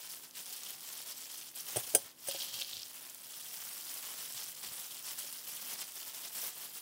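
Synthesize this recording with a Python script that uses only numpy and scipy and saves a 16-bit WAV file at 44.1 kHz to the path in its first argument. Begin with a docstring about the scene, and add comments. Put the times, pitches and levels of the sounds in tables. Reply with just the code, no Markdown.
"""In a kitchen, close to a mono microphone, hands in thin plastic gloves stuff rice into a tofu pouch
over a steel tray. Each squeeze crinkles the plastic film in a swarm of tiny buckles, with a few louder
snaps, while film rubs on film. One hand reaches down, knocks the tray so it rings, rests a moment,
scrapes up rice along the steel and goes back to pressing. An appliance hums faintly behind it all."""
import sys
import numpy as np
from scipy import signal
from scipy.fft import rfft, irfft, next_fast_len
from scipy.io import wavfile
from scipy.ndimage import uniform_filter1d

SR = 44100
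rng = np.random.default_rng(int(sys.argv[2]) if len(sys.argv) > 2 else 0)


def wrap_up_sound(samples):
    """Save the sound to the file named by the first command line argument, as 16-bit audio."""
    columns = np.atleast_2d(samples).T
    # keep every value between -1 and 1, then stretch to whole-number steps
    tamed = np.clip(columns, -1, 1)
    steps = np.round(tamed * 32767).astype(np.int16)
    wavfile.write(sys.argv[1], SR, steps)


N = 300321
TIME = np.arange(N) / SR

# finger squeezes: start t/s, length/s, crinkle level/dB, rubbing and slack folds (each relative
# to the crinkle)/dB, swell time/s
FINGER_SQUEEZES = [(0, 0.077, -56.5, -5.5, 10, 0.009), (0.076, 0.063, -47, -15.5, 2, 0.024),
                   (0.227, 0.01, -47.5, -9, 4.5, 0.011), (0.323, 0.081, -45.5, -10.5, 6, 0.051),
                   (0.45, 0.12, -47.5, -14, 4, 0.015), (0.57, 0.18, -49, -10.5, 6, 0.063),
                   (0.757, 0.27, -48, -10.5, 5, 0.096), (1.044, 0.078, -47, -11, 5, 0.028),
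                   (1.134, 0.35, -51.5, -12, 7.5, 0.05), (1.532, 0.073, -45.5, -14, 3.5, 0.028),
                   (1.623, 0.18, -43.0, -10.5, 2, 0.06), (2.033, 0.04, -54.5, -2.5, 5, 0.032),
                   (2.258, 0.19, -45.5, -11.5, 3, 0.03), (2.505, 0.11, -46.5, -13, -6, 0.045),
                   (2.92, 0.18, -51.5, -9.5, -5, 0.023), (3.226, 0.33, -54, -24, 1, 0.037),
                   (3.47, 0.27, -46, -13, -5, 0.062), (3.872, 0.09, -46, -9.5, -1.5, 0.053),
                   (4.015, 0.12, -50, -7, 1, 0.012), (4.15, 0.071, -46, -9.5, -1, 0.033),
                   (4.322, 0.11, -46.5, -10, 7.5, 0.044), (4.44, 0.067, -45, -15, -4, 0.056),
                   (4.601, 0.052, -45.5, -7, 6, 0.041), (4.694, 0.112, -46, -11.5, -2, 0.033),
                   (5.031, 0.081, -43, -11, 2, 0.037), (5.167, 0.023, -41.5, -13, 4.5, 0.021),
                   (5.202, 0.069, -47.5, -18, 1, 0.026), (5.429, 0.12, -45.5, -16.5, 0, 0.057),
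                   (5.565, 0.18, -46.5, -11.5, -1, 0.03), (5.674, 0.061, -43, -8.5, 1, 0.036),
                   (5.765, 0.05, -48.5, -4.5, 9, 0.026), (5.905, 0.11, -50.5, -11, 5.5, 0.069),
                   (6.043, 0.031, -43.5, -10, 2, 0.05), (6.128, 0.13, -47, -11, -1.5, 0.017),
                   (6.288, 0.2, -41, -13, -1, 0.075), (6.541, 0.11, -48.5, -9, 0, 0.024),
                   (6.722, 0.061, -45, -15, 2, 0.029)]
# steady handling between squeezes, with a rest after the knock: t/s, crinkle level/dB
STEADY_HANDLING = [(0, -49.5), (0.2, -51.5), (0.33, -58.5), (0.41, -51), (1.11, -52.5), (1.51, -56),
                   (1.85, -44.5), (2, -47.0), (2.14, -62.5), (2.27, -47), (2.7, -48.5), (2.88, -50),
                   (3.18, -51.5), (3.47, -47.5), (4.3, -45), (4.58, -48.5), (4.9, -47.0), (5.41, -46.5),
                   (5.89, -48.0), (6.81, -48.5)]
# tone colour of buckling film: f/Hz, relative level/dB
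FILM_COLOUR = [(200, -14), (1200, -11), (2300, -11), (3100, -2), (4000, -5.5), (5000, -1.5), (5900, -1.1),
               (7000, -2), (9000, 0.5), (11200, 1.5), (12400, -1), (13600, 2), (15700, 4.5)]
# tone colour of film rubbing on film: f/Hz, relative level/dB
RUB_COLOUR = [(40, -27), (90, -29), (150, -2), (300, -4.5), (450, -2.5), (700, 1), (1000, 2.5), (1300, 1),
              (2200, 2), (4000, 0), (12000, -9.5)]
# the loudest creases snapping through: t/s, level/dB, f/Hz, relative level of the flurry after it/dB
CREASE_SNAPS = [(0.1052, -27, 5000, -13), (0.148, -27, 9500, -30), (0.3108, -30.5, 6360, -18),
                (0.3514, -34, 4200, -14), (0.459, -27, 8440, -9), (0.528, -28, 7810, -5),
                (0.5635, -29, 10200, -7), (0.6344, -24, 7240, -9), (0.706, -22, 11200, -20),
                (1.6077, -25, 12000, -6), (1.87, -29, 11100, -13), (3.0983, -27, 7980, -18),
                (3.147, -23, 13900, -21), (3.7792, -29, 7240, -4.5), (3.8989, -35, 11100, -22),
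                (3.941, -24, 12000, -5), (4.3246, -23, 9030, -15), (4.5213, -34, 12000, -16),
                (4.632, -31, 3400, -2), (4.648, -30, 3500, -5), (5.0938, -28, 10000, -18),
                (5.1895, -28, 13100, -5), (5.3276, -24, 10500, -5), (5.9212, -29, 10100, -25),
                (6.0017, -27, 7050, -18), (6.08, -28, 9000, -20), (6.147, -27, 5280, -5)]
# blows on the tray: t/s, strength/dB, hardness (treble gain)/dB, clatter gain/dB, table thud level/dB,
# gain of the belly tone (the tray's middle)/dB
TRAY_KNOCKS = [(1.76, -13.5, -5, 5, -36, -7), (1.7685, -15, 3.5, 6.5, -43, -6),
               (1.874, -34, -15, 2, -60, -8), (1.9387, -19, -15, 8, -54, 2),
               (1.9495, -7.5, 9, 4, -44, -4.5), (2.2716, -34, 14, -10, -60, -6),
               (2.2852, -24.5, 13, -8, -73, 10), (2.3428, -19.5, -15, -6, -63, 1),
               (5.238, -34.5, -15, -3, -76, 3.5), (6.43, -29.5, -10, 0, -68, 1)]
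# the steel rebounds after a blow: delay t/s, relative level/dB
REBOUNDS = [(0, 0), (.0023, -7), (.0062, -7), (0.012, -17)]
# ringing tones of the tray, damped by food and table: f/Hz, level/dB, time to fade by 60 dB/s
TRAY_TONES = [(325, -31, .07), (385, -32, .05), (465, -32, .045), (554, -23.5, .09), (635, -33, .04),
              (720, -29, .09), (827, -40, .11), (1584, -36, .05), (2870, -38, .05), (3050, -37, .04),
              (3222, -37, .07), (4950, -35, .085), (5895, -37, .09), (6203, -33, .09), (6700, -32, .04),
              (7770, -36, .085), (8358, -22, .058), (8560, -29, .04), (9510, -21, .04), (9596, -29, .08),
              (10024, -23, .058), (10690, -36, .15), (12880, -36, .07), (14255, -34, .05),
              (14768, -31, .05), (15394, -29, .055)]
# tones of the table under the tray: f/Hz, level/dB, time to fade by 60 dB/s
TABLE_TONES = [(123, -0.5, 0.092), (186, -12, 0.04)]
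# tone colour of the tray's short, dense clatter: f/Hz, relative level/dB
CLATTER_COLOUR = [(100, -8), (400, 16.5), (750, 8.5), (1100, -6), (2200, -5), (3000, -7), (7000, 2),
                  (9500, 15), (11500, 0), (13500, 5), (16000, 6.5)]
# strokes dragging rice over the steel: start t/s, length/s, level/dB
SCRAPE_STROKES = [(2.279, 0.025, -38.5), (2.327, 0.28, -47.5), (2.384, 0.037, -41), (2.52, 0.1, -45.5),
                  (2.59, 0.023, -43), (2.66, 0.15, -45.5)]
# sticky slips during the scrape: t/s, level/dB, f/Hz
SCRAPE_SLIPS = [(2.311, -21, 4660), (2.407, -24, 4400), (2.6154, -22, 3230), (2.6206, -16.5, 3660),
                (2.646, -23, 4350), (2.7113, -29, 4050), (2.732, -21.5, 3920), (2.768, -24, 4480),
                (2.7976, -26, 4720), (2.831, -22, 5200)]
# tones of the steel under the scraping hand: f/Hz, width/Hz, relative level/dB
SCRAPE_TONES = [(3310, 200, -7.5), (3740, 150, -23), (4470, 150, -22)]
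# forearms and sleeves shifting against the table: t/s, level/dB
ARM_NUDGES = [(2.02, -67), (2.55, -68), (2.76, -67), (4.35, -71), (4.69, -67), (5.86, -81)]
# the kitchen's echo: f/Hz, time to fade by 60 dB/s
ROOM_FADE = [(150, 0.73), (1000, 0.17), (5000, 0.29), (15000, 0.074)]
# tone colour of still kitchen air: f/Hz, relative level/dB
AIR_COLOUR = [(25, -34), (45, 21), (80, -14), (140, 12.5), (260, 1), (500, 8), (1000, 2.5), (3000, -9),
              (15000, -19)]
# appliance hum: f/Hz, level/dB
HUM_TONES = [(85, -88), (120, -98), (256, -79), (332, -81.5), (428, -90.5)]


def crinkle(level_db, slack_db, sizes=60):
    """Film buckles in patches of many sizes over a fine sliding hiss; a faster hand sets off more."""
    clicks_per_s = 2700 * amp(1.1 * (level_db + 46))
    clicks = swarm(clicks_per_s, spread_db=2, clump_db=1.1, clumps_per_s=120)
    click_size = rng.integers(0, sizes, N)
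    buckles = np.zeros(N)
    for k, hz in enumerate(np.linspace(2000, 15500, sizes)):
        ring = unit_rms(flip(hz, cycles=0.23 + 2.5 * rng.random() ** 3))
        starts = np.flatnonzero((clicks != 0) & (click_size == k))
        samples = starts[:, None] + np.arange(len(ring))
        rings = np.outer(clicks[starts], ring)
        buckles += np.bincount(samples.ravel(), rings.ravel(), N)[:N]  # add one ring per click
    hiss = amp(-6) * rng.standard_normal(N)
    film = steadied(coloured(unit_rms(buckles) + hiss, FILM_COLOUR))
    slack_folds = filtered(film, [2700, 6500], "band", order=1)  # loose film crackles lower
    return amp(level_db) * crease_tint(film + (amp(slack_db) - 1) * slack_folds)


def crease_tint(film, depth_db=1.4):
    """Each passing crease favours a tone colour of its own."""
    spectrum = signal.stft(film, SR, nperseg=256)[2]
    patches = uniform_filter1d(rng.standard_normal(spectrum.shape), size=8, axis=0)  # smooth over pitch
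    patches = unit_rms(uniform_filter1d(patches, size=5, axis=1))  # and over time
    return signal.istft(spectrum * amp(depth_db * patches), SR, nperseg=256)[1][:N]


def hand_levels(steady_rub_db=-13.5, steady_slack_db=2):
    """Squeezes add to the steady handling; gives crinkle, rubbing and relative slack levels in dB."""
    steady = amp(np.interp(TIME, *np.transpose(STEADY_HANDLING)))
    power = np.outer(amp([0, steady_rub_db, steady_slack_db]), steady) ** 2
    for start, length, db, rub_db, slack_db, swell_s in FINGER_SQUEEZES:
        effort = amp(db) * stroke(start, length, swell_s, fade_s=0.22)
        power += np.outer(amp([0, rub_db, slack_db]), effort) ** 2
    uneven_db = 0.9 * wander(per_s=35)  # fingers never press quite evenly
    crinkle_db, rub_db, folds_db = 10 * np.log10(power) + uneven_db
    return crinkle_db, rub_db, folds_db - crinkle_db


def snaps():
    """A crease gives way with a crack and a brief ring, and shakes loose a flurry of small ticks."""
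    out, t = np.zeros(N), np.arange(2000) / SR
    for start, db, hz, flurry_db in CREASE_SNAPS:
        flurry = amp(flurry_db - 60 * t / 0.025) * rng.standard_normal(len(t))
        flurry *= rng.random(len(t)) < 1500 / SR  # about 1500 ticks a second
        flurry[0] = 1  # the snap itself
        tick = 0.58 * flip(hz, cycles=0.59) + 0.55 * flip(10500, cycles=0.36)
        add(out, start, amp(db) * np.convolve(flurry, tick))
    return filtered(out, 2800, "high")


def rubbing(level_db, boost_db=2.5):
    """Film slides on film and food, making softer, duller grains of sound."""
    grains = swarm(3500, spread_db=4, clump_db=1, clumps_per_s=63)
    return amp(level_db + boost_db) * steadied(coloured(grains, RUB_COLOUR))


def tray_knocks():
    """Each blow makes the tray ring and clatter and the table thud; soft blows lack treble."""
    out, t = np.zeros(N), np.arange(SR // 3) / SR
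    thud = sum(np.sin(2 * np.pi * hz * t) * amp(db - 60 * t / fade_s) for hz, db, fade_s in TABLE_TONES)
    thud *= 1 - np.exp(-t / 0.002)
    clatter_shape = amp(-9.5 - 60 * t / 0.11)
    bounces = np.zeros(len(t))
    for delay, db in REBOUNDS:
        clatter_shape += (t >= delay) * amp(db - 60 * abs(t - delay) / 0.011)
        add(bounces, delay, amp([db]))
    # the steel flexes under each contact, and clacks if the blow is hard
    flex = amp(-16.5) * signal.lfilter(flip(595, cycles=0.6), 1, bounces)
    clack = amp(-16) * signal.lfilter(flip(2720, cycles=0.48), 1, bounces)
    for start, db, hard_db, clatter_db, thud_db, belly_db in TRAY_KNOCKS:
        ring = tray_ring(belly_db)
        noise = coloured(rng.standard_normal(len(t)), CLATTER_COLOUR)
        clatter = amp(clatter_db - 19) * clatter_shape * noise
        bass = filtered(amp(1) * ring + clatter, 1640, "low")
        treble = filtered(ring + amp(db / 2) * clatter, 1700, "high")  # weak blows clatter more dully
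        contact = amp(min(clatter_db, 0)) * flex + amp(min(hard_db, clatter_db, 0)) * clack
        add(out, start, amp(db) * (bass - amp(hard_db) * treble + contact) + amp(thud_db) * thud)
    return out


def tray_ring(belly_db, belly_hz=554):
    """The tray's tones die away after a blow; taps near its middle ring mostly the belly tone."""
    ring, t = np.zeros(SR // 3), np.arange(SR // 3) / SR
    for k, (hz, db, fade_s) in enumerate(TRAY_TONES):
        level_db = db + belly_db * (hz == belly_hz) - 60 * t / fade_s
        ring += (-1) ** k * amp(level_db) * np.sin(2 * np.pi * hz * t)
    return ring


def scrape(closing_at_s=2.64, smother_db_per_s=150):
    """The glove sticks and slips, ringing the steel and a pocket of film until the fingers close."""
    power = sum((amp(db) * stroke(start, length, swell_s=0.022, fade_s=0.24)) ** 2
                for start, length, db in SCRAPE_STROKES)
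    closing_s = np.clip(TIME - closing_at_s, 0, 0.2)
    slips = swarm(2200, spread_db=3.5, clump_db=1.5, clumps_per_s=140)
    pocket = film_pocket(slips, hz=3280 + 6000 * closing_s)  # closing fingers raise its pitch
    low_ring = filtered(tray_ring(belly_db=5), 750, "low")
    murmur = unit_rms(signal.oaconvolve(slips, low_ring)[:N])
    steel = sum(amp(db) * unit_rms(signal.lfilter(*signal.iirpeak(hz, hz / width, fs=SR), slips))
                for hz, width, db in SCRAPE_TONES)
    steel = amp(-smother_db_per_s * closing_s) * filtered(steel, 2450, "high")
    out = np.sqrt(power) * (amp(-3) * pocket + steel + amp(-26) * murmur)
    for start, db, hz in SCRAPE_SLIPS:
        add(out, start + 0.001037, amp(db - 5.5) * flip(hz, cycles=1))
    return out


def film_pocket(slips, hz, width_hz=6000):
    """A pocket of film under the hand rings broadly around a moving pitch."""
    spin = np.exp(2j * np.pi * np.cumsum(hz) / SR)
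    decay = np.exp(-np.pi * width_hz / SR)
    # shift the pitch down to zero, smooth, and shift it back up
    ring = (spin * signal.lfilter([1], np.poly([decay, decay]), slips / spin)).real
    ring = filtered(ring, 2690, "high", order=7)
    return steadied(filtered(ring, 6400, "low"))


def arm_nudges():
    """Shifting forearms send soft, low swells through the table top."""
    out, swell = np.zeros(N), np.hanning(round(0.14 * SR))
    for middle, db in ARM_NUDGES:
        add(out, middle - len(swell) / SR / 2, amp(db) * swell)
    return out * unit_rms(filtered(rng.standard_normal(N), [65, 160], "band"))


def kitchen_echo(x, echo_db, patterns=3):
    """Adds a short echo that dies faster in the treble; its pattern shifts as the hands move."""
    t, out = np.arange(SR // 2) / SR, x.copy()
    for k in range(patterns):
        hz, age, spectrum = signal.stft(rng.standard_normal(len(t)), SR, nperseg=256)
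        fade = amp(-60 * age / look_up(ROOM_FADE, hz)[:, None])
        tail = signal.istft(spectrum * fade, SR, nperseg=256)[1][:len(t)]
        tail *= (t > 0.002) * (1 + 1.8 * np.exp(-t / 0.0035))  # close surfaces answer first
        share = np.cos(np.pi * (2 * TIME + k / patterns)) * np.sqrt(2 / patterns)
        out += amp(echo_db) * signal.oaconvolve(x * share, tail / np.linalg.norm(tail))[:N]
    return out


def air_and_hum(air_db=-71):
    """Faint room noise with a wavering appliance hum."""
    hum = np.zeros(N)
    for hz, db in HUM_TONES:
        height = np.sqrt(2) * amp(db + 2 * wander(6))
        hum += height * np.sin(2 * np.pi * hz * TIME + 0.55 * wander(10))
    return amp(air_db) * coloured(rng.standard_normal(N), AIR_COLOUR) + hum


def flip(hz, cycles):
    """A patch of film or steel flips and swings briefly, strongest after `cycles` swings."""
    turns = hz * np.arange(256) / SR
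    age = turns / cycles
    return age * np.exp(1 - age) * np.sin(2 * np.pi * turns)


def swarm(per_s, spread_db, clump_db, clumps_per_s):
    """Random clicks, mostly small, growing louder and softer in little clumps."""
    size_db = spread_db * np.minimum(rng.exponential(1, N), 4.5) + clump_db * wander(clumps_per_s)
    return (rng.random(N) < per_s / SR) * rng.choice([-1, 1], N) * amp(size_db)


def stroke(start, length, swell_s, fade_s):
    """Loudness of one hand movement: it swells, holds, then drops 60 dB in fade_s."""
    age = TIME - start
    return np.clip(age / swell_s, 0, 1) * amp(-60 * np.clip(age - length, 0, 2 * fade_s) / fade_s)


def wander(per_s):
    """Random drift of average size 1, heading for a new value per_s times a second."""
    return unit_rms(np.interp(TIME * per_s, np.arange(8000), rng.standard_normal(8000)))


def steadied(x):
    """Takes the slow swell out of a swarm, so that the hand alone sets its loudness."""
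    power = uniform_filter1d(x ** 2, 2600)
    return x / np.sqrt(abs(power) + power.mean() / 1000)


def coloured(x, colour):
    """Gives x the tone colour in a table, at average size 1."""
    size = next_fast_len(len(x) + 1024)
    gain = amp(look_up(colour, np.fft.rfftfreq(size, 1 / SR)))
    return unit_rms(irfft(rfft(x, size) * gain, size)[:len(x)])


def look_up(table, hz):
    """Reads between a table's rows, with every octave equally wide."""
    row_hz, value = np.transpose(table)
    return np.interp(np.log(hz + 1), np.log(row_hz + 1), value)


def filtered(x, hz, kind, order=2):
    """Keeps the lows, the highs or a band of x."""
    return signal.sosfilt(signal.butter(order, hz, kind, fs=SR, output="sos"), x)


def amp(db):
    """Turns decibels into a gain."""
    return 10 ** (np.asarray(db) / 20)


def unit_rms(x):
    """Scales x to an average size (rms) of 1."""
    return x / np.sqrt(np.mean(x ** 2) + 1e-20)


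def add(mix, start_s, sound):
    """Adds a sound to the mix at start_s."""
    part = mix[max(round(start_s * SR), 0):][:len(sound)]
    part += sound[:len(part)]


def scene():
    """Gloves and tray in the kitchen, the same in both channels."""
    crinkle_db, rub_db, slack_db = hand_levels()
    gloves = crinkle(crinkle_db, slack_db) + rubbing(rub_db) + snaps() + scrape()
    mono = kitchen_echo(gloves, echo_db=-14) + kitchen_echo(tray_knocks(), echo_db=-25)
    mono += arm_nudges() + air_and_hum()
    return np.array([mono, mono])


def record(dry, lowest_hz=80, highest_hz=15800):
    """The microphone loses the deep bass, and the recorder cuts off the highest treble."""
    thinned = filtered(dry, lowest_hz, "high", order=4)
    treble_cut = signal.firwin(511, highest_hz, window=("kaiser", 8), fs=SR)
    return signal.oaconvolve(thinned, treble_cut[None], "same", axes=1)


dry = scene()
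out = record(dry)
wrap_up_sound(out)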